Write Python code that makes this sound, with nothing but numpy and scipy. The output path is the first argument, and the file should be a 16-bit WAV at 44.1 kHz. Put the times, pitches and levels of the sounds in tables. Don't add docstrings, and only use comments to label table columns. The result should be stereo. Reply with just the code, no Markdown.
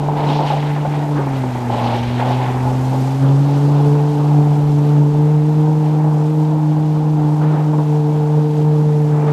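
import sys
import numpy as np
from scipy import signal
from scipy.fft import rfft, irfft, next_fast_len
from scipy.io import wavfile
from scipy.ndimage import uniform_filter1d, minimum_filter1d

SR = 44100
rng = np.random.default_rng(int(sys.argv[2]) if len(sys.argv) > 2 else 0)


def wrap_up_sound(samples):
    columns = np.atleast_2d(samples).T
    tamed = np.clip(columns, -1, 1)
    steps = np.round(tamed * 32767).astype(np.int16)
    wavfile.write(sys.argv[1], SR, steps)


def attenuation_scalar(level_db):
    decades = np.asarray(level_db, float) / 20
    return 10 ** decades


N = 411012


def curves(table):
    s, *columns = np.transpose(table)
    return [np.interp(np.arange(N) / SR, s, column) for column in columns]


def colour(x, points, band_hz=None):
    size = next_fast_len(N + 4096)
    hz = np.fft.rfftfreq(size, 1 / SR)
    point_hz, point_db = np.transpose(points)
    gain = attenuation_scalar(np.interp(np.log(hz + 1), np.log(point_hz), point_db))
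    if band_hz:
        in_band = (hz > band_hz[0]) & (hz < band_hz[1])
        gain = gain / np.sqrt(np.sum(gain[in_band] ** 2) / len(hz))
    return irfft(rfft(x, size) * gain, size)[:N]


def octave(x, hz):
    size = next_fast_len(N + 4096)
    octaves_away = np.log2((np.fft.rfftfreq(size, 1 / SR) + 1) / hz)
    gain = np.cos(np.pi / 2 * np.clip(octaves_away, -1, 1))
    return irfft(rfft(x, size) * gain, size)[:N]


def walk(rate):
    hold = max(int(SR / rate), 2)
    steps = np.repeat(rng.standard_normal(N // hold + 1), hold)
    x = uniform_filter1d(uniform_filter1d(steps, hold), hold)[:N]
    return x / x.std()


def restless(*walks):
    gain = attenuation_scalar(sum(spread_db * walk(rate) for rate, spread_db in walks))
    return rng.standard_normal(N) * gain / np.sqrt(uniform_filter1d(gain ** 2, SR // 4))


def motor():
    # [t/s, firing rate f/Hz]
    speed = [(0, 145.7), (.3, 147.5), (1.14, 146.6), (1.25, 138.3), (1.45, 126.8), (1.65, 121.6),
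             (1.96, 117.6), (2.1, 120.8), (2.28, 125.9), (2.6, 126.2), (3.15, 134.1), (3.4, 140.2),
             (3.8, 144.5), (4.1, 147), (4.4, 147.2), (4.8, 146.7), (5.16, 147.9), (5.24, 150.3),
             (5.65, 153.1), (6.08, 153.3), (6.17, 151.5), (6.4, 152.9), (7.05, 152.9), (7.45, 151),
             (9.32, 149.6)]
    # [t/s, 1st level/dB, 2nd level/dB, 3rd level/dB]
    strengths = [(0, -17.5, -28.5, -30.5), (.35, -19, -26.5, -36), (.6, -19, -30.5, -35.5),
                 (1.1, -18, -27, -38), (1.17, -16, -21.5, -38), (1.25, -19.5, -26, -46),
                 (1.45, -21, -26, -43), (1.95, -21.5, -28, -44), (2.25, -17.5, -26.5, -36),
                 (2.8, -17.5, -25, -42), (3.19, -16, -26, -42.5), (3.23, -11, -19, -34),
                 (3.39, -10.5, -23.5, -33), (3.5, -14, -22, -28), (3.8, -11.7, -22, -28.5),
                 (4.15, -14, -24.5, -25), (4.35, -12, -22, -33), (4.64, -14.5, -24, -31),
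                 (4.85, -12, -22.5, -28.5), (5.1, -11, -24, -29), (5.5, -13, -22.5, -26),
                 (5.62, -11, -22.5, -29), (5.81, -13.5, -25.5, -29), (6.1, -13.5, -24, -34.5),
                 (6.3, -14, -24.5, -30), (6.7, -15, -22.5, -44), (6.95, -15, -24, -33),
                 (7.32, -13.5, -22, -39.5), (7.65, -14, -25.5, -30.5), (8.1, -13.5, -23.5, -27),
                 (8.6, -13, -27.5, -24), (9.1, -11.5, -25.5, -24.5), (9.32, -13.5, -24, -25)]
    # [t/s, 2nd overtone phase/rad, left minus right of 2nd/dB, of 3rd/dB]
    pulse_shape = [(0, 1.57, -6.5, -5), (1.9, 0.63, -4, -4), (3.1, 2.02, -4.5, -8), (3.8, 2.8, -2, 6.5),
                   (5.6, 3.26, -1.5, 4), (6.4, 3.1, -2, 15.5), (7.3, 2.92, -2, 10), (7.9, 2.96, -1.5, 4),
                   (9.32, 3.1, -1.5, -2)]
    # [multiple of firing rate, level relative to 1st/dB, left minus right/dB, left minus right phase/rad]
    weak = [(.5, -43, 4.5, 0), (1.5, -34.5, 1.5, -0.26), (2.5, -47.5, 1.5, 0), (4, -29, 0.5, -1.4),
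            (5, -31.5, -4, 0.61), (6, -29.5, -10, 0.66)]
    left_lag_s = 0.00012
    waver_hz, waver_db = 0.5983, (1.0, 1.7, 1.5)

    (hz,), levels_db = curves(speed), curves(strengths)
    hz = hz + waver_hz * walk(14)
    levels_db = [db + spread * (0.62 * walk(11) + 0.59 * walk(22))
                 for db, spread in zip(levels_db, waver_db)]
    second_rad, *pans_db = curves(pulse_shape)
    right_turn = 2 * np.pi * np.cumsum(hz) / SR + 0.041 * walk(40)
    turn = np.array([right_turn - 2 * np.pi * hz * left_lag_s, right_turn])
    burn_db = 0.21 * walk(18) + 0.6 * walk(70)
    side = np.array([[.5], [-.5]])
    hum = 0
    for k, db, rad, left_db in zip((1, 2, 3), levels_db, (0, second_rad, 1.5), (-.3, *pans_db)):
        apart = np.array([walk(9.8) + 0.91 * walk(25), walk(9) + 0.61 * walk(25)])
        apart = (0.13 + 0.69 * (k - 1)) * apart
        level = attenuation_scalar(db + burn_db + apart + side * left_db)
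        hum = hum + level * np.cos(k * turn + rad + 0.073 * apart)
    for k, db, left_db, left_rad in weak:
        level = attenuation_scalar(levels_db[0] + db + side * left_db + 2.9 * walk(5))
        drift_rad = k % 1 * 3 * walk(6) + 0.36 * walk(9)
        hum = hum + level * np.cos(k * turn + side * left_rad + drift_rad)
    return np.sqrt(2) * hum, right_turn


def buffets():
    # [t/s, level before the blow's shape and trim/dB]
    strong = [(0.082, -12), (0.389, -9.5), (0.503, -7.5), (0.564, -9.5), (0.627, -19.5), (0.758, -13.5),
              (0.849, -10), (0.936, -17.5), (1.267, -15.5), (1.434, -15), (1.549, -13.5), (1.693, -11),
              (2.191, -20), (2.544, -13.5), (3.684, -15), (3.846, -17.5), (4.771, -19.5), (5.015, -19),
              (6.041, -17), (7.731, -13.5), (7.781, -14.5), (8.644, -21.5)]
    starts = np.zeros(N)
    s, peak_db = np.transpose(strong)
    starts[(s * SR).astype(int)] = attenuation_scalar(peak_db - 1.0)
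    when, weaker = rng.random((6, 2)).T
    starts[(when * N).astype(int)] = attenuation_scalar(-21 - 6 * weaker)
    age = np.arange(SR // 12) / SR
    blow = 1.37 * (1 - np.exp(-age / 0.003)) * np.exp(-age / 0.012)
    blows = signal.fftconvolve(starts, blow)[:N]
    backwards = 1. * (starts > 0)[::-1]
    before = signal.fftconvolve(backwards, np.exp(-age / 0.013))[:N][::-1]
    return blows, 1 - 1.14 * np.clip(before, 0, 1)


def covered_wind(covered_db, right_rumble_db, turn):
    # [f/Hz, level/dB]
    cavity = [(60, -18.5), (200, -6), (450, -6.5), (680, -3.5), (850, 2), (1000, -6.5), (1200, -18.5),
              (1500, -21.5), (2000, -38), (3000, -49.5), (5500, -77), (8000, -84.5)]
    rough = np.clip((covered_db + 29.0) / 14, .2, 1.2)
    gusts = attenuation_scalar(rough * np.minimum(0.68 * walk(25) + 0.83 * walk(90), 4.5))
    gusts = gusts / np.sqrt(uniform_filter1d(gusts ** 2, SR // 5))
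    gusts = gusts * (1 + 0.091 * np.cos(turn))
    blows, lull = buffets()
    push = np.hypot(attenuation_scalar(covered_db - 1.24) * gusts * lull, blows)
    air = push * rng.standard_normal(N)
    under = attenuation_scalar(0.47 * (right_rumble_db + 44.0) - 0.26 * (covered_db + 19.5))
    deep = colour(air, [(420, -3), (640, -25.5)])
    return colour(air + (under - 1) * deep, cavity, (500, 1100))


def open_wind(open_db):
    # [f/Hz, level/dB]
    open_sound = [(60, -15.5), (130, -2), (220, 1.5), (370, 1), (600, -3), (850, -7.5), (1200, -9),
                  (1600, -17), (2500, -36), (5000, -45.5)]
    eddies = 0
    for tilt, hz in ((-.5, 102), (-.4, 197), (-.1, 395), (.15, 834), (.4, 1600), (.3, 3160)):
        eddy = attenuation_scalar(tilt * (open_db + 24.0)) * restless((20, 1.5), (80, 2))
        eddies = eddies + octave(eddy, hz)
    return colour(attenuation_scalar(open_db + 0.79 * walk(30)) * eddies, open_sound, (350, 1000))


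def rumble():
    # [t/s, left level/dB, right level/dB]
    course = [(0, -43.5, -40.5), (.4, -43, -45), (.85, -47.5, -39), (1.07, -47, -43), (1.25, -39, -38.5),
              (1.7, -38, -32), (1.87, -44, -51.5), (2.06, -32, -42), (2.3, -46, -48.5), (2.68, -33.5, -35),
              (3.1, -43.5, -41), (3.8, -45.5, -47.5), (4.6, -40, -41.5), (5.6, -51.5, -45.5),
              (6.4, -51.5, -54.5), (6.9, -46.5, -43), (8.0, -51, -49.5), (9.32, -46.5, -46.5)]
    # [f/Hz, level/dB]
    rumble_colour = [(15, -14.5), (30, 17.5), (45, 21.5), (70, 21.5), (110, 15.5), (250, -4), (500, -56.5)]
    # [f/Hz, gain/dB]
    open_bass = [(20, 1.5), (60, -1.5), (120, 3.5)]
    levels_db = [db + 3 * walk(5) for db in curves(course)]
    left, right = [colour(attenuation_scalar(db) * restless((6, 3.5), (18, 3)), rumble_colour, (25, 90))
                   for db in levels_db]
    return np.array([colour(left, open_bass), right]), levels_db[1]


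def wind(covered_db, open_db, turn):
    low, right_rumble_db = rumble()
    return low + np.array([open_wind(open_db), covered_wind(covered_db, right_rumble_db, turn)])


def water(splash_db, spray_db, bright_db):
    # [f/Hz, level/dB]
    splash_filter = [(500, -35), (1100, -3), (1600, -0.5), (2100, 1.5), (3000, 2), (4000, -2.5),
                     (5500, -12.5), (8000, -34.5)]
    # [f/Hz, level/dB]
    hiss_filter = [(500, 8.5), (1500, 9.5), (3000, 5), (5500, 1.5), (7000, 0), (8500, -2.5), (9500, -7.5),
                   (11000, -6.5), (13000, -5.5), (13200, -33)]
    # [f/Hz, gain/dB]
    cover = [(400, -6), (850, -5), (1200, 0.5), (2000, -16.5), (3000, -22), (5500, -43.5), (7000, -48.5),
             (9500, -49.5), (12000, -34)]
    slap_db = 0.34 * walk(30)
    drops = 0
    for tilt, hz in ((-0.77, 800), (-0.7, 1550), (0.24, 3240), (1.0, 6300)):
        drop_level = attenuation_scalar(slap_db + tilt * bright_db)
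        drops = drops + octave(drop_level * restless((30, .8), (120, 1.3), (600, 1.6)), hz)
    splash = colour(attenuation_scalar(splash_db - 4.0) * drops, splash_filter, (1500, 4500))
    spray = []
    for _ in range(2):
        hiss = sum(octave(restless((12, .7), (300, 1.2)), 400 * 2 ** k) for k in range(6))
        spray.append(colour(attenuation_scalar(spray_db) * hiss, hiss_filter, (6000, 12000)))
    return np.array([splash + spray[0], colour(0.2 * splash + spray[1], cover)])


def swells(table, rise_s, fall_s):
    s, hold, db = np.transpose(table)[:3, :, None]
    age = np.arange(0, N, 64) / SR - s
    shape = np.clip(age / rise_s + 1, 0, 1) * np.exp(-np.maximum(age - hold, 0) / fall_s)
    return (attenuation_scalar(db) * shape) ** 2


def weather():
    # [t/s, wind in covered port level/dB, wind on open port level/dB,
    # wash level/dB, spray hiss level/dB, wash brightness/dB]
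    bed = [(0, -21.5, -31.5, -36.5, -48.5, 1), (.6, -22.5, -31.5, -31.5, -47, -7),
           (1.1, -20, -30, -35.5, -46.5, -11), (1.65, -22.5, -33, -35.5, -45, -12.5),
           (2.1, -21.5, -28, -25.5, -46, -5.5), (2.6, -21, -29, -34.5, -44, -13),
           (2.85, -21.5, -30, -36, -42, -10), (3.15, -24, -32.5, -38.5, -43.5, 0),
           (3.4, -25, -27.5, -40.5, -45, 8), (3.9, -22, -26.5, -39, -45.5, 6),
           (4.35, -23, -30.5, -41, -46.5, 3), (5.0, -25, -27, -40.5, -47, 0),
           (5.5, -24.5, -32, -41.5, -48.5, -3), (6.3, -24, -31.5, -44, -48.5, -2),
           (6.9, -24, -30, -42.5, -49, 4), (7.9, -24, -32, -42, -48.5, -1), (8.7, -26, -30, -43, -48.5, 2),
           (9.05, -26, -28.5, -44, -48, -10), (9.32, -25.5, -25.5, -41, -49, -18)]
    # [t/s, hold/s, level/dB]
    gusts = [(.04, 0.21, -18), (.19, 0.048, -17.5), (.28, 0.076, -13), (.39, .07, -13.5), (.5, 0.056, -14),
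             (.84, 0.025, -18.5), (1.74, 0.22, -13), (2.19, .15, -14), (2.4, 0.17, -18.5),
             (2.66, .03, -20.5), (2.93, 0.024, -17.5), (3.77, .04, -23), (7.56, .04, -22.5),
             (7.74, .06, -21.5)]
    # [t/s, hold/s, level/dB]
    puffs = [(.27, .05, -26.5), (.48, .03, -33.5), (1.17, 0.023, -19.5), (3.21, 0.073, -24),
             (3.94, .03, -26), (4.2, .04, -29.5), (7.42, 0.19, -25.5), (9.28, .04, -23)]
    # [t/s, hold/s, level/dB, brightness/dB]
    sheets = [(.175, 0.034, -28, -3.5), (.24, .02, -27.5, 2), (.295, 0.064, -25, 6.5), (.36, .04, -32, 7),
              (.465, 0.047, -23, 1), (.6, .03, -30, 0), (.675, .03, -30.5, -11), (.92, .03, -32, -10),
              (1.35, .03, -31, -3), (1.72, 0.079, -28, 0), (1.84, .14, -26, 4.5), (2.045, .02, -29, 2),
              (2.19, .03, -26, -4), (2.27, 0.059, -25, 0), (2.41, 0.049, -31.5, -7), (3.95, 0.027, -42, -9),
              (7.43, .16, -40, -15.5), (9.28, 0.037, -36, -9)]
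    wander_db = (1.1, 1.8, 0.99, .5, 2.3)

    def full(values):
        return np.interp(np.arange(N), np.arange(len(values)) * 64, values)

    def over(db, power):
        return 10 * np.log10(attenuation_scalar(db) ** 2 + full(power))

    covered, opened, wash, spray, bright = (
        column + spread * walk(11) for column, spread in zip(curves(bed), wander_db))
    sheet_power = swells(sheets, 0.022, 0.079)
    splash = over(wash, sheet_power.sum(0))
    sheet_bright = full(np.transpose(sheets)[3] @ sheet_power)
    bright = (attenuation_scalar(wash) ** 2 * bright + sheet_bright) / attenuation_scalar(splash) ** 2
    covered = over(covered, swells(gusts, .03, .03).sum(0))
    opened = over(opened, swells(puffs, 0.026, .05).sum(0))
    spray = over(spray, attenuation_scalar(-24.5) ** 2 * sheet_power.sum(0))
    return covered, opened, splash, spray, bright


def scene():
    covered_db, open_db, *water_db = weather()
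    hum, turn = motor()
    return hum + wind(covered_db, open_db, turn) + water(*water_db)


def band_limit(x):
    return signal.sosfilt(signal.butter(12, 14190, fs=SR, output="sos"), x)


def record(dry):
    ceiling, reach = .9, SR // 300
    duck = np.minimum(ceiling / (np.abs(dry) + 1e-9), 1)
    duck = minimum_filter1d(duck, 2 * reach + 1, axis=1)
    duck = uniform_filter1d(uniform_filter1d(duck, reach, axis=1), reach, axis=1)
    return band_limit(dry * duck)


dry = scene()
out = record(dry)
wrap_up_sound(out)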